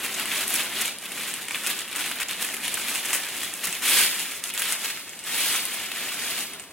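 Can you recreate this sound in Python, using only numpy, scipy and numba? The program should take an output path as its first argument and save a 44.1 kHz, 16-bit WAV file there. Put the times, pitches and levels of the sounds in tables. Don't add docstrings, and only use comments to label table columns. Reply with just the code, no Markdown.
import sys
import numpy as np
from scipy import signal
from scipy.fft import rfft, irfft, next_fast_len
from scipy.io import wavfile
from scipy.ndimage import uniform_filter1d, map_coordinates
from numba import njit

SR = 44100
rng = np.random.default_rng(int(sys.argv[2]) if len(sys.argv) > 2 else 0)


def inscribe(sig):
    pcm = np.round(np.clip(np.atleast_2d(sig).T, -1, 1) * 32767)
    wavfile.write(sys.argv[1], SR, pcm.astype(np.int16))


N = 296352
T = np.arange(N) / SR
TOP_HZ = 15800

# (time [s], level [dB])
HELD_RUSTLE = [(0, -35.5), (0.9, -39), (1.0, -47.5), (1.4, -41.5), (3.6, -39.5), (4.4, -42), (5.15, -44),
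               (6.4, -46), (6.72, -53)]
# (time [s], length [s], level [dB], crispness [dB])
HAND_STROKES = [(-0.061, 0.16, -36, -2.5), (0.155, 0.063, -30.5, -3), (0.253, 0.18, -30.5, 0.5),
                (0.467, 0.15, -30, 1), (0.684, 0.176, -30, -2.5), (1.008, 0.039, -39.5, 0),
                (1.066, 0.24, -33.5, -0.5), (1.326, 0.095, -39, 1), (1.45, 0.16, -36.5, 0.5),
                (1.632, 0.082, -30.5, -1.5), (1.743, 0.049, -37, 1.5), (1.904, 0.21, -32, -2.5),
                (2.151, 0.04, -38, -1.5), (2.285, 0.022, -32.5, -1.5), (2.342, 0.18, -35, 1.5),
                (2.56, 0.23, -33, 0), (2.767, 0.21, -31, 0), (3.011, 0.17, -32, 0.5),
                (3.254, 0.226, -35.5, 0.5), (3.576, 0.18, -35.5, 1.5), (3.812, 0.22, -22.5, 1.5),
                (4.052, 0.18, -33, -0.5), (4.232, 0.11, -37.5, 1), (4.424, 0.06, -37.5, 0.5),
                (4.53, 0.21, -30, 0), (4.778, 0.11, -33.5, 1), (4.867, 0.076, -39, -7),
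                (5.236, 0.34, -27, -0.2), (5.554, 0.3, -33, -2), (5.886, 0.21, -33, -1.5),
                (6.052, 0.37, -32, -1.5), (6.485, 0.077, -42.5, -10)]
# (time [s], power share [0-1])
SLIDING_SHARE = [(0, 0.54), (.6, 0.46), (1.05, 0.38), (2.4, 0.2), (3.1, 0.32), (3.6, 0.65), (3.95, 0.56),
                 (4.5, 0.2), (5.15, 0.37), (5.35, 0.79), (6.35, 0.62), (6.7, 0.4)]
# (frequency [Hz], gain [dB])
PANEL_SPECTRUM = [(30, -49), (120, -39.5), (350, -10.5), (700, -6.5), (1300, -1.5), (2400, 1.5),
                  (3400, 2.5), (4200, 0.5), (5200, -2.5), (8000, -3.5), (16000, -36.5)]
# (frequency [Hz], gain [dB])
CRACK_SPECTRUM = [(30, -43), (500, -6), (3000, -24), (5200, -3.5), (7000, 1), (8500, 1.5), (10300, 3.5),
                  (12500, 0.5), (14500, -0.5), (16000, 2)]
# (time [s], level [dB])
AIR_LEVEL = [(0, -45.5), (0.8, -46), (1.2, -48.5), (3.1, -48.5), (3.95, -49), (4.6, -54), (5.4, -51),
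             (6.35, -48), (6.72, -46)]
# (frequency [Hz], gain [dB])
AIR_SPECTRUM = [(25, -23), (60, -23), (90, -7), (140, -3.5), (220, -5.5), (280, 4.5), (480, -2), (700, 3),
                (1200, -1.5), (3000, -49)]
# (frequency [Hz], decay time [s], level [dB])
AIR_MODES = [(178.7, 0.016, -20), (215.2, 0.034, -11), (230.6, 0.032, -14.5), (294, 0.014, -23),
             (378, 0.017, -14.5)]
# (frequency [Hz], gain [dB])
ROOM_TONE_SPECTRUM = [(25, -16), (60, -7), (90, 0.5), (140, -5), (190, 9), (212, 0), (240, 0.5), (400, 3),
                      (900, -4), (2500, -3), (8000, -29), (16000, -31)]
# (time [s], length [s], level [dB], crispness [dB])
FINGER_CRUSHES = [(0.032, 0.035, -28.5, -2), (0.553, 0.012, -28, 4), (0.583, 0.026, -22.5, -12),
                  (0.808, 0.014, -25.5, 0), (1.667, 0.014, -25.5, 0), (2.198, 0.037, -23.5, -6),
                  (2.404, 0.026, -25.5, -4), (3.132, 0.026, -23.5, -1.5), (3.635, 0.0254, -26.5, -1),
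                  (3.669, 0.012, -24.5, -4), (3.971, 0.045, -21.5, -2.5), (4.843, 0.018, -26, -3)]
# (time [s], panel frequency [Hz], panel level [dB], crack level [dB])
CREASE_SNAPS = [(0.0478, 2220, -27.5, -29), (0.1426, 2300, -32, -27), (0.1973, 2430, -26, -27),
                (0.2565, 2200, -28, -28), (0.3162, 2340, -24, -35), (0.4797, 3000, -32, -22.5),
                (0.5408, 2700, -36, -19), (0.857, 2400, -32, -24.5), (0.9859, 4300, -39, -33.5),
                (1.1191, 2640, -33, -31), (1.3395, 3040, -28.5, -26), (1.484, 2540, -28, -30),
                (1.509, 2250, -23.5, -33), (1.546, 2700, -23, -36), (1.5572, 2070, -24.5, -31),
                (1.6644, 3070, -26, -24.5), (1.9285, 2500, -31, -34), (1.961, 2800, -38, -28.5),
                (2.285, 3040, -35, -27), (2.3112, 3220, -32, -27.5), (2.6805, 3200, -27, -25.5),
                (2.742, 2800, -32, -20), (2.957, 2700, -27, -24.5), (3.131, 2170, -21.5, -20.5),
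                (3.4461, 3260, -30, -33), (3.5387, 3100, -43, -26), (3.727, 2900, -28.5, -25),
                (4.439, 3460, -29, -23.5), (4.538, 2600, -37, -28), (4.577, 3540, -29, -25),
                (4.6203, 3030, -24.5, -22.5), (5.0935, 2600, -47, -35), (5.133, 1990, -36, -48),
                (5.191, 2800, -40, -34), (5.2394, 2900, -45, -34), (5.6533, 2800, -43, -23.5),
                (5.9166, 2820, -25.5, -31), (6.5346, 2800, -37, -34.5), (6.5973, 2340, -36, -33)]
# (time [s], frequency [Hz], decay time [s], level [dB])
BOX_NUDGES = [(2.225, 48, .014, -49), (3.68, 180, 0.021, -37), (3.77, 42, .02, -54),
              (4.017, 85, 0.011, -43)]
# (frequency [Hz], gain [dB])
MID_ECHO_SPECTRUM = [(300, -13), (1200, -5), (3000, -2), (16000, -19)]
# (frequency [Hz], gain [dB])
SIDE_ECHO_SPECTRUM = [(60, -20), (130, -19), (300, -21), (600, -12.5), (1400, -14), (2200, -25),
                      (3400, -2.5), (4700, 6), (6500, 0), (12000, -0.5), (15000, 2)]
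# (time [s], left lead [ms], diffuseness [dB])
SHEET_PATH = [(0, 0.0069, -1), (3.3, 0, 0), (3.65, 0, -1.5), (4.1, 0.013, 1.5), (4.65, 0, -0.5),
              (5, 0.024, 3.5), (5.7, 0.022, 1.5), (6.7, 0.032, 3.5)]


def undb(db):
    return 10 ** (np.asarray(db) / 20)


def curves(table):
    times, *columns = np.transpose(table)
    return [np.interp(T, times, column) for column in columns]


def unit(x):
    return x / np.sqrt(np.mean(x ** 2))


def walk(rate):
    hold = int(SR / rate)
    steps = np.repeat(rng.standard_normal(N // hold + 1), hold)
    return 1.2 * uniform_filter1d(steps, hold)[:N]


def colour(x, spectrum):
    size = next_fast_len(len(x) + 4096)
    hz, db = np.transpose(spectrum)
    bin_hz = np.maximum(np.fft.rfftfreq(2 * size, 1 / SR), 1)
    gain = undb(np.interp(np.log(bin_hz), np.log(hz), db))
    cepstrum = irfft(np.log(gain))
    cepstrum[1:size] *= 2
    cepstrum[size + 1:] = 0
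    return irfft(rfft(x, 2 * size) * np.exp(rfft(cepstrum)))[:len(x)]


@njit
def rings(start, hz, decay, size):
    out = np.zeros(N)
    for k in range(len(start)):
        first = int(start[k] * SR) + 1
        exponent = (2j * np.pi * hz[k] - 1 / decay[k]) / SR
        amplitude = 2 * size[k] / np.sqrt(decay[k] * SR)
        phasor = amplitude * np.exp(exponent * (first - start[k] * SR))
        pole = np.exp(exponent)
        for i in range(max(first, 0), min(N, first + int(6 * decay[k] * SR))):
            out[i] += phasor.imag
            phasor *= pole
    return out


def creases(rate, scatter_db, panel_hz=2400, panel_spread=0.25, panel_cycles=0.83,
            crack_hz=9600, crack_spread=0.44, crack_cycles=0.67, drift=0.062):
    count = int(rate * N / SR)
    when, rank = rng.spawn(1)[0].random((count, 2)).T
    panel_detune, crack_detune, balance = rng.spawn(1)[0].standard_normal((count, 3)).T
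    start = when * N / SR
    size = undb(-scatter_db * np.log(rank + .012))
    low = panel_hz * np.exp(panel_spread * panel_detune + drift * np.interp(start, T, walk(50)))
    high = crack_hz * np.exp(crack_spread * crack_detune + drift * np.interp(start, T, walk(50)))
    high = np.minimum(high, TOP_HZ)
    panel = rings(start, low, panel_cycles / low, size * undb(-1.5 * balance))
    crack = rings(start, high, crack_cycles / high, size * undb(3.6 * balance))
    return np.array([unit(panel), unit(crack)])


def flurries(rate=70, fade_s=0.0063, steady_share=0.55):
    chance, strength = rng.random((N, 2)).T
    kicks = (chance < rate / SR) * strength ** 2
    bursts = signal.lfilter([1], [1, -np.exp(-1 / (fade_s * SR))], kicks)
    return np.sqrt(steady_share + (1 - steady_share) * bursts / bursts.mean())


def handling(rise_share=0.58, sag_db_per_s=9.5, settle_s=0.055, held_crisp_db=-1.5):
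    panel = undb(curves(HELD_RUSTLE)[0]) ** 2
    crack = panel * undb(held_crisp_db) ** 2
    for start, length, db, crisp_db in HAND_STROKES:
        age, rise = T - start, rise_share * length
        swell = np.clip(age / rise, 0, 1) ** 0.53
        sag_db = sag_db_per_s * np.maximum(age - rise, 0)
        settle = np.exp(-np.maximum(age - length, 0) / settle_s)
        power = (swell * settle * undb(db - sag_db)) ** 2
        panel = panel + power
        crack = crack + power * undb(crisp_db) ** 2
    return 10 * np.log10(panel), 10 * np.log10(crack / panel)


def rustle(level_db, crisp_db, taut_db=-25.5, sparkle_db=2.9):
    buckling = creases(rate=2600, scatter_db=3.2, panel_hz=2500, panel_spread=.26,
                       crack_spread=.21, drift=.12) * flurries()
    buckling[1] *= unit(undb(sparkle_db * walk(45)))
    sliding = creases(rate=14000, scatter_db=2.5, panel_hz=2650)
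    slide = curves(SLIDING_SHARE)[0]
    slack = np.sqrt(1 - slide) * buckling + np.sqrt(slide) * sliding
    taut = creases(rate=6300, scatter_db=3.0, panel_hz=3300, panel_spread=.24, panel_cycles=0.9,
                   crack_hz=10700, crack_spread=0.067)
    tension = .7 * np.clip(undb(level_db - taut_db), 0, 1) ** 2
    panel, crack = np.sqrt(1 - tension) * slack + np.sqrt(tension) * taut
    return np.array([panel * undb(level_db), crack * undb(level_db + crisp_db)])


def swish(rustle_db, reference_db=-34):
    air = unit(colour(rng.standard_normal(N), AIR_SPECTRUM))
    hum = 0
    for hz, decay, db in AIR_MODES:
        pole = np.exp((2j * np.pi * hz - 1 / decay) / SR)
        hum = hum + undb(db) * unit(signal.lfilter([1], [1, -pole], air).real)
    brisk_db = 0.57 * (rustle_db - reference_db)
    return unit(air + hum) * undb(curves(AIR_LEVEL)[0] + brisk_db + 3.5)


def room_tone():
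    return undb(-50) * unit(colour(rng.standard_normal(N), ROOM_TONE_SPECTRUM))


def crushes(edge_s=0.0011):
    crumple = creases(rate=3500, scatter_db=3.5)
    out = 0
    for start, length, db, crisp_db in FINGER_CRUSHES:
        grip = np.clip(np.minimum(T - start, start + length - T) / edge_s, 0, 1)
        out = out + crumple * grip * undb([[db - 5.5], [db + crisp_db]])
    return out


def snaps(crack_hz=8600, panel_cycles=1.4, crack_cycles=2.5):
    onset, low, panel_db, crack_db = np.transpose(CREASE_SNAPS)
    high = crack_hz * np.exp(0.12 * rng.standard_normal(len(onset)))
    panel = crack = 0
    for wait_s, db in [(0, -1)] + [(.0012, -9)] * 3 + [(.007, -15)] * 4:
        start = onset + wait_s * rng.uniform(.5, 2, len(onset))
        detune = np.exp(.22 * rng.standard_normal(len(onset)) * (wait_s > 0))
        ridge_hz = np.minimum(high * detune, TOP_HZ)
        size = np.sqrt(.002 * SR) * undb(db)
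        panel = panel + rings(start, low * detune, panel_cycles / low, size * undb(panel_db))
        crack = crack + rings(start, ridge_hz, crack_cycles / high, size * undb(crack_db))
    return np.array([panel, crack])


def nudges():
    start, hz, decay, db = np.transpose(BOX_NUDGES)
    return rings(start, hz, decay, undb(db) * np.sqrt(decay * SR) / 2)


def room(x, diffuse_db, box_decay_s=0.0069, room_t60_s=0.55):
    t = T[:SR // 3]
    box_gain, tail_gain = undb(-6.5), undb(-7.5)

    def reflections(spectrum):
        box = rng.standard_normal(len(t)) * (t > .0007) * np.exp(-t / box_decay_s)
        build_up = np.clip(t / 0.0049 - .3, 0, 1)
        tail = rng.standard_normal(len(t)) * build_up * undb(-60 * t / room_t60_s)
        return colour((box_gain * unit(box) + tail_gain * unit(tail)) / np.sqrt(len(t)), spectrum)

    spots = np.array([walk(110) for _ in range(6)])
    mid, side = x, 0
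    for share in spots / np.linalg.norm(spots, axis=0):
        mid = mid + signal.oaconvolve(x * share, reflections(MID_ECHO_SPECTRUM))[:N]
        side = side + signal.oaconvolve(x * share, reflections(SIDE_ECHO_SPECTRUM))[:N]
    side = side * undb(diffuse_db)
    power = 1 + (box_gain ** 2 + tail_gain ** 2) / 2
    return np.array([mid + side, mid - side]) / np.sqrt(power)


def scene():
    level_db, crisp_db = handling()
    panel, crack = rustle(level_db, crisp_db) + crushes() + snaps()
    paper = colour(panel, PANEL_SPECTRUM) * undb(1.6) + colour(crack, CRACK_SPECTRUM) * undb(1.56)
    lead_ms, diffuse_db = curves(SHEET_PATH)
    left, right = room(paper + room_tone() + swish(level_db) + nudges(), diffuse_db)
    lag = (lead_ms + .003 * walk(60)) * SR / 1000
    right = map_coordinates(right, [np.arange(N) - lag], order=5)
    return np.array([left * undb(-0.87), right * undb(-1.11)])


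def record(dry):
    return signal.sosfilt(signal.ellip(10, .2, 70, TOP_HZ, fs=SR, output="sos"), dry)


dry = scene()
out = record(dry)
inscribe(out)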